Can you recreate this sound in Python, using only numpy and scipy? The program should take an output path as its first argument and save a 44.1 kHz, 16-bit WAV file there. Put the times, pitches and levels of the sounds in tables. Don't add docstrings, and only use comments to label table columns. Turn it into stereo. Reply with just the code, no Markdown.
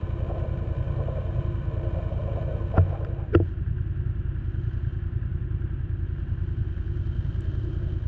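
import sys
import numpy as np
from scipy import signal
from scipy.fft import rfft, irfft
from scipy.io import wavfile
from scipy.ndimage import uniform_filter1d

SR = 44100
rng = np.random.default_rng(int(sys.argv[2]) if len(sys.argv) > 2 else 0)


def dump_mix(stems):
    frames = np.atleast_2d(stems).T
    limited = np.clip(frames, -1, 1)
    pcm = np.round(limited * 32767).astype(np.int16)
    wavfile.write(sys.argv[1], SR, pcm)


N = 355887

CYCLE_HZ, FIRST_FIRING_S = 10.34, .029


def undb(db):
    return 10 ** (np.asarray(db) / 20)


def unit(x):
    return x / np.sqrt(np.mean(x ** 2))


def ports(left_db):
    return undb(np.array([[left_db], [0]]))


def ramp(start_s, length_s):
    return np.clip((np.arange(N) / SR - start_s) / length_s, 0, 1)


def arch(middle_s, length_s):
    return np.sin(np.pi * ramp(middle_s - length_s / 2, length_s)) ** 2


def swells(rows):
    return undb(sum(db * arch(s, length) for s, length, db in rows))


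def walk(rate):
    k = int(SR / rate)
    targets = rng.standard_normal(N // k + 1)
    return unit(uniform_filter1d(np.repeat(targets, k), k)[:N])


def add(out, s, sound):
    at = int(s * SR)
    out[:, at:at + sound.shape[-1]] += sound[..., :N - at]


def colour(x, points):
    hz, db = np.transpose(points)
    size = 16384
    log_f = np.log(np.maximum(np.arange(size // 2 + 1) * SR / size, 1))
    skirts = np.maximum(log_f - np.log(hz[-1]), 0) + np.maximum(np.log(hz[0]) - log_f, 0)
    log_gain = np.log(undb(np.interp(log_f, np.log(hz), db))) - 2 * skirts
    cepstrum = irfft(log_gain)
    cepstrum[1:size // 2] *= 2
    cepstrum[size // 2 + 1:] = 0
    response = irfft(np.exp(rfft(cepstrum)))
    return signal.fftconvolve(x, response)[:len(x)]


def resonate(x, hz, width):
    turn = np.exp(2j * np.pi * np.cumsum(hz * np.ones(N)) / SR)
    pole = np.exp(-2 * np.pi * width / SR)
    smoothed = signal.lfilter([(1 - pole) ** 2], np.poly([pole, pole]), x * turn.conj())
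    return 2 * np.real(turn * smoothed)


def strokes(parts, scatter_db, jitter_s):
    out, cycles = np.zeros(N), np.arange(-1, N / SR * CYCLE_HZ)
    for place, db in parts:
        chance = rng.standard_normal((len(cycles), 2))
        times = FIRST_FIRING_S + (cycles + place) / CYCLE_HZ + jitter_s * chance[:, 0]
        at = (times * SR).astype(int)
        inside = (at >= 0) & (at < N)
        out[at[inside]] += undb(db + scatter_db * chance[inside, 1])
    return out


def bursts(hits, decay_s):
    envelope = signal.lfilter([1], [1, -np.exp(-1 / (decay_s * SR))], hits)
    return unit(envelope * rng.standard_normal(N))


def rattle(rate, spread_db):
    size = undb(spread_db * rng.uniform(-0.4, 1, N)) * rng.choice([-1, 1], N)
    return unit((rng.random(N) < rate / SR) * size)


def snap(spectrum, decay_s):
    t = np.arange(SR // 2) / SR
    burst = colour(rng.standard_normal(len(t)) * np.exp(-t / decay_s), spectrum)
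    return burst / np.abs(burst).max()


# place in the cycle [0-1], level/dB
VALVE_CLOSINGS = [(.24, -1), (.42, -1.5), (.64, 1.5), (.79, 1.5)]


def valve_strokes():
    return strokes(VALVE_CLOSINGS, scatter_db=1.5, jitter_s=.001)


def machinery(valves, valve_db, chain_db):
    taps = undb(valve_db) * bursts(valves, decay_s=0.005)
    chain = undb(chain_db) * rattle(rate=670, spread_db=9.0)
    gears = rng.standard_normal(N) * undb(.7 * walk(14))
    return unit(taps + chain + gears)


# f/Hz, level/dB
AIR_SPECTRUM = [(300, 9), (600, 1.5), (1100, -1.5), (1600, 3), (2100, -17), (2700, -10.5), (3130, 5),
                (3330, -9.5), (3900, -9.5), (5100, -18), (5900, -19), (7300, -24.5), (8600, -43.5)]
# middle t/s, length t/s, rise level/dB
HISS_RISES = [(3.45, 0.3, 11), (4.75, 1.1, 8), (7.6, 4.5, 14)]


def hiss(valves):
    air = unit(colour(machinery(valves, valve_db=-3.5, chain_db=-11.5), AIR_SPECTRUM))
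    return undb(-70) * swells(HISS_RISES) * air


# f/Hz, level/dB
GAS_SPECTRUM = [(2500, -4), (4000, 2.5), (5500, -4.5), (7500, -8.5), (9000, -11.5), (13000, -18.5)]


def spit(firings, swell_s):
    t = np.arange(SR // 10) / SR
    puffs = signal.fftconvolve(firings, t * np.exp(-t / swell_s))[:N]
    return undb(-84.5) * unit(colour(puffs * rng.standard_normal(N), GAS_SPECTRUM))


# place in the cycle [0-1], level/dB
CLUTCH_CHINKS = [(.62, -1), (.8, -1), (.22, -3)]


def clutch():
    chinks = bursts(strokes(CLUTCH_CHINKS, scatter_db=2.2, jitter_s=.003), decay_s=.009)
    ring = resonate(chinks, 1560 * (1 + .04 * walk(15)), width=190)
    return undb(-63) * unit(ring)


# f/Hz, width f/Hz, level/dB
HOOD_MODES = [(328.5, 21, 1), (348.4, 14, -0.5)]
# middle t/s, length t/s, rise level/dB
DRONE_RISES = [(5.55, 0.52, 2.5), (6.9, 1, 3.5), (7.7, 0.94, 7.5)]


def hood(firings):
    drive = unit(firings) + undb(13.0) * rng.standard_normal(N)
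    drone = 0
    for hz, width, db in HOOD_MODES:
        drone = drone + undb(db) * resonate(drive, hz * (1 + 0.0059 * walk(3)), width)
    return undb(-50) * swells(DRONE_RISES) * unit(drone)


# f/Hz, level/dB
BLOCK_SPECTRUM = [(250, -4.5), (450, -1.5), (620, -2), (880, -7), (1050, -3), (1170, -7.5), (1380, 0),
                  (1600, 0.5), (1800, -2.5), (2070, -14), (2320, -11), (2500, -13.5), (2800, -9),
                  (3100, -15.5), (3400, -19), (5000, -45)]


def engine_block(valves):
    works = machinery(valves, valve_db=-11.0, chain_db=-4.5)
    return undb(-56) * unit(colour(works, BLOCK_SPECTRUM))


# f/Hz, level/dB
CLOTH_SPECTRUM = [(300, -5.5), (800, 15), (1050, 2.5), (1350, 2.5), (1900, -9), (2500, -11), (3400, -28),
                  (4200, -36.5), (5000, -31.5), (6000, -58.5), (8000, -57)]
# middle t/s, length t/s, level/dB, left minus right level/dB
BRUSH_STROKES = [(2.76, 0.073, -46, -21), (2.934, 0.36, -51, -18.5), (3.222, 0.16, -47.5, 1.5)]


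def brush():
    grains = rattle(rate=1200, spread_db=6) * undb(2 * walk(60))
    pressure = 0
    for s, length, db, pan_db in BRUSH_STROKES:
        sides = undb(db + np.array([[pan_db], [-pan_db]]) / 2)
        pressure = pressure + arch(s, length) * sides
    return pressure * unit(colour(grains, CLOTH_SPECTRUM))


def mount_play(settle_power, creep_power):
    seated_play, creep_play = 0.014, 0.19
    settling = (1 - ramp(2.776, length_s=1)) ** settle_power
    creep = ramp(5.2, length_s=3.17) ** creep_power
    return seated_play + settling + creep_play * creep


# f/Hz, level/dB
BRIGHT_SPECTRUM = [(400, -10), (1000, -6.5), (1330, -4.5), (1500, 8), (1610, -10.5), (1730, 2.5),
                   (2070, -14), (2350, 0), (2600, -8.5), (3120, -1.5), (3290, -13), (3800, -12),
                   (4600, -23), (7400, -24.5), (8600, -42.5)]


def bright_whirr(valves):
    works = machinery(valves, valve_db=-4.0, chain_db=-4.5)
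    return undb(-51.5) * unit(colour(works, BRIGHT_SPECTRUM))


def housing(valves, resonances, impact_db, drift):
    impacts = undb(impact_db) * rattle(rate=300, spread_db=3.0)
    chatter = impacts + machinery(valves, valve_db=-9.0, chain_db=-18.0)
    ring = 0
    for hz, width, db in resonances:
        ring = ring + undb(db) * resonate(chatter, hz * (1 + drift * walk(4)), width)
    return unit(ring)


# f/Hz, width f/Hz, level/dB
SHELL_MODES = [(137, 22.5, 12.5), (154, 29, 11), (343.2, 7, 16), (774, 83, -4), (950, 16, -6.5),
               (1032, 59, 2.5), (1155, 160, -7)]


def shell_rattle(valves):
    return undb(-36) * housing(valves, SHELL_MODES, impact_db=-2.0, drift=0.0065)


# f/Hz, level/dB
CLACK_SPECTRUM = [(300, -22), (450, -6), (550, 0), (680, -2), (820, -20), (1050, -22), (1600, -38),
                  (3000, -58)]
# place in the cycle [0-1], level/dB
HOUSING_BOUNCES = [(0, 1), (.17, -1.5), (.43, 0.5), (.83, -3)]


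def clatter():
    bounces = strokes(HOUSING_BOUNCES, scatter_db=4, jitter_s=.003)
    return undb(-51) * unit(colour(bursts(bounces, decay_s=0.0022), CLACK_SPECTRUM))


# f/Hz, width f/Hz, level/dB
HOUSING_MODES = [(234, 20, -6.5), (463.3, 35, 7.5), (534.7, 29, 9), (621.5, 23, 7), (644.5, 31, -0.5),
                 (730, 42, -9.5)]
# middle t/s, length t/s, rise level/dB
BUZZ_SURGES = [(.33, 0.34, 3.5), (.54, 0.71, 2), (1.09, 0.43, 4), (1.56, 0.41, -6), (1.85, 0.12, 4),
               (2.33, 0.72, 2), (2.53, 0.15, 4.5), (2.785, 0.11, 14.5), (3.05, 0.57, 5.5), (7.85, 2.7, 3.5)]


def housing_buzz(valves):
    buzz = undb(-38) * housing(valves, HOUSING_MODES, impact_db=1.5, drift=.015)
    return swells(BUZZ_SURGES) * (buzz + clatter())


# start t/s, length t/s, level/dB at a play of 1
CLACK_RUNS = [(.293, .025, -29), (.355, .025, -33), (.432, .018, -34), (.985, .03, -31), (1.08, .018, -29),
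              (1.168, .018, -30), (1.361, .04, -39), (1.94, .062, -33), (2.114, .01, -33),
              (2.19, .018, -32), (2.275, .02, -30), (2.356, .028, -30), (2.41, .02, -36), (2.9, .014, -33),
              (2.922, .03, -32), (3.002, .02, -34), (7.882, .012, -32)]


def clacks(attack_s, release_s):
    out, t = np.zeros((1, N)), np.arange(SR // 5) / SR
    for s, length_s, db in CLACK_RUNS:
        envelope = np.minimum(t / attack_s, 1) * np.exp(-np.maximum(t - length_s, 0) / release_s)
        run = colour(envelope * rng.standard_normal(len(t)), CLACK_SPECTRUM)
        add(out, s, undb(db) * run * np.sqrt(length_s * SR / np.sum(run ** 2)))
    return out[0]


# f/Hz, level/dB
LEAK_SPECTRUM = [(130, -15.5), (250, -9), (345, -8), (450, -23.5), (650, -35), (1020, -23.5), (1400, -16)]
# f/Hz, level/dB
RIGHT_SPECTRUM = [(900, -13.5), (1300, -4), (1520, 4), (1750, -3), (2330, -4), (2800, -9.5), (3700, -6.5),
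                  (5500, -9.5)]


def cross_ports(bright, loose):
    left = bright + colour(loose, LEAK_SPECTRUM)
    lead = int(.0001 * SR)
    right = loose + np.roll(colour(bright, RIGHT_SPECTRUM), -lead)
    return np.array([left, right])


# f/Hz, level/dB
SCRAPE_SPECTRUM = [(700, -10), (1100, -18), (1400, 8), (1750, -4), (2050, -13), (2300, -2.5), (2750, -17.5),
                   (3300, -16.5), (4100, -33.5), (5300, -27), (7000, -51)]
# end t/s, length t/s, judder f/Hz, judder level/dB, its left minus right level/dB,
# grit level/dB, its left minus right level/dB
MOUNT_SCRAPES = [(2.789, 0.043, 693, -25.5, -26, -40.5, 2), (3.352, .028, 410, -22.5, 1.5, -38.5, 4)]


def scrapes(waver, release_s):
    grit = unit(colour(rattle(rate=2500, spread_db=4.5), SCRAPE_SPECTRUM))
    out = np.zeros((2, N))
    for end_s, length_s, hz, judder_db, judder_left_db, grit_db, grit_left_db in MOUNT_SCRAPES:
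        pressure = ramp(end_s - length_s, length_s) * (1 - ramp(end_s - release_s, release_s))
        judder = unit(np.sin(2 * np.pi * np.cumsum(hz * (1 + waver * walk(300))) / SR))
        out += pressure * undb(judder_db) * ports(judder_left_db) * judder
        out += pressure * undb(grit_db) * ports(grit_left_db) * grit
    return out


# f/Hz, level/dB, t60 t/s, left minus right level/dB
MOUNT_MODES = [(340, 2.4, .063, 4), (416, -8.8, .063, -9), (457, -1.6, .054, -17), (541, -14.9, .057, -20),
               (646, -8.3, .086, -22), (782, -13.6, .03, -14), (1028, -12.7, .024, -13),
               (1343, -11.8, .018, -1), (1768, -15.1, .02, 5), (2300, -11.6, .024, 2)]
# t/s, ring level/dB, centre f/Hz, width [octaves], contact t/s,
# crack level/dB, left minus right ring level/dB
MOUNT_KNOCKS = [(2.7415, -9.5, 618, .4, .0007, -53, -2), (2.7727, -8.5, 819, .84, .0007, -38, -2),
                (2.7779, -8.1, 677, .89, .0005, -36, -3), (2.7807, -2.6, 1183, .65, .0005, -25, -4),
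                (2.7913, -12.9, 480, .49, .0011, -60, -8), (3.048, -28, 1400, .7, .0003, -29, -5),
                (3.3493, -8.5, 1233, .84, .0003, -15, -1), (3.3518, -7.2, 410, .87, .0018, -50, -3),
                (3.4019, -18.5, 411, 1.6, .0007, -55, -2)]
# f/Hz, level/dB
CRACK_SPECTRUM = [(400, 16.5), (1000, -12), (1350, 12.5), (1850, 5), (2130, -11), (2320, -4.5), (2550, 2),
                  (3400, -10.5), (4100, -33.5), (4800, -13.5), (5900, -33.5), (7500, -34.5), (8600, -44.5)]
# f/Hz, level/dB
TICK_SPECTRUM = [(3000, -14), (5000, -10), (6600, -4), (8500, -8), (10500, -24)]


def knocks(contact_hz, crack_left_db):
    rings, cracks, lead_s = np.zeros((2, N)), np.zeros((2, N)), .01
    t = np.arange(SR // 2) / SR - lead_s
    for s, ring_db, centre_hz, width, contact_s, crack_db, left_db in MOUNT_KNOCKS:
        push = (1 + np.tanh(t / contact_s)) / 2
        for hz, db, t60, mode_left_db in MOUNT_MODES:
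            miss = np.log2(hz / centre_hz) / width
            blow = undb(ring_db + db - 15 * miss ** 2) * ports(left_db + mode_left_db)
            decay = np.exp(-np.log(1000) * np.maximum(t, 0) / t60)
            add(rings, s - lead_s, blow * push * np.sin(2 * np.pi * hz * t) * decay)
        add(cracks, s, undb(crack_db) * ports(crack_left_db) * snap(CRACK_SPECTRUM, decay_s=.0018))
    add(cracks, 7.408, undb(-45) * snap(TICK_SPECTRUM, decay_s=0.00056))
    soft_contact = signal.butter(4, contact_hz, fs=SR, output="sos")
    return cracks + signal.sosfilt(soft_contact, rings)


# t/s, level/dB, t60 t/s
CAMERA_SWAYS = [(2.7801, -9, 0.37), (3.3566, -11, 0.38)]
# f/Hz, level/dB
SWAY_MODES = [(91.3, 0), (147, -12)]


def sway(rise_s):
    out, t = np.zeros((1, N)), np.arange(SR // 2) / SR
    modes = sum(undb(db) * np.sin(2 * np.pi * hz * t) for hz, db in SWAY_MODES)
    for s, db, t60 in CAMERA_SWAYS:
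        rise = 1 - np.exp(-(t / rise_s) ** 2)
        add(out, s, undb(db) * rise * np.exp(-np.log(1000) * t / t60) * modes)
    return out


# middle t/s, length t/s, rise level/dB
CHUG_RISES = [(3.13, 0.97, -2), (7.5, 2.5, 1.2)]


def chug_level():
    return swells(CHUG_RISES)


# f/Hz, level/dB
PANEL_SPECTRUM = [(15, -7), (40, -15.5), (65, -7.5), (85, -3), (135, 4), (155, -5), (180, -8.5), (205, -17),
                  (240, -14), (275, -19), (370, -19.5), (420, -40.5), (700, -50.5)]


def panels(firings):
    shake = bursts(firings, decay_s=0.04) + undb(1) * rng.standard_normal(N)
    return undb(-34.5) * unit(colour(shake, PANEL_SPECTRUM))


# place in the cycle [0-1], level/dB
CYLINDER_FIRINGS = [(0, 0), (.628, -2)]


def firing_strokes():
    return strokes(CYLINDER_FIRINGS, scatter_db=.6, jitter_s=.0003)


# f/Hz, level/dB
SILENCER_SPECTRUM = [(18, -30.5), (31, -9.5), (50, 0), (70, -6.5), (88, 2.5), (118, -5.5), (145, -25.5),
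                     (185, -25), (250, -38.5), (320, -43.5), (700, -62)]


def exhaust(firings):
    return -undb(-28.5) * unit(colour(firings, SILENCER_SPECTRUM))


def scene():
    firings, valves = firing_strokes(), valve_strokes()
    play = mount_play(settle_power=1.77, creep_power=2.3)
    passed_on = undb(-8 * play)
    fine = hiss(valves) + spit(firings, swell_s=.006) + clutch() + engine_block(valves)
    loose = housing_buzz(valves) + clacks(attack_s=0.0015, release_s=0.0044) + shell_rattle(valves)
    mount = play * cross_ports(bright_whirr(valves), loose)
    handling = brush() + scrapes(waver=0.0843, release_s=0.0018)
    handling = handling + knocks(contact_hz=3200, crack_left_db=-3.5) + sway(rise_s=0.0012)
    chug = chug_level() * (panels(firings) + exhaust(firings))
    return passed_on * fine + hood(firings) + mount + handling + chug


def record(dry):
    return signal.sosfilt(signal.ellip(8, .2, 70, 15600, fs=SR, output="sos"), dry)


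dry = scene()
out = record(dry)
dump_mix(out)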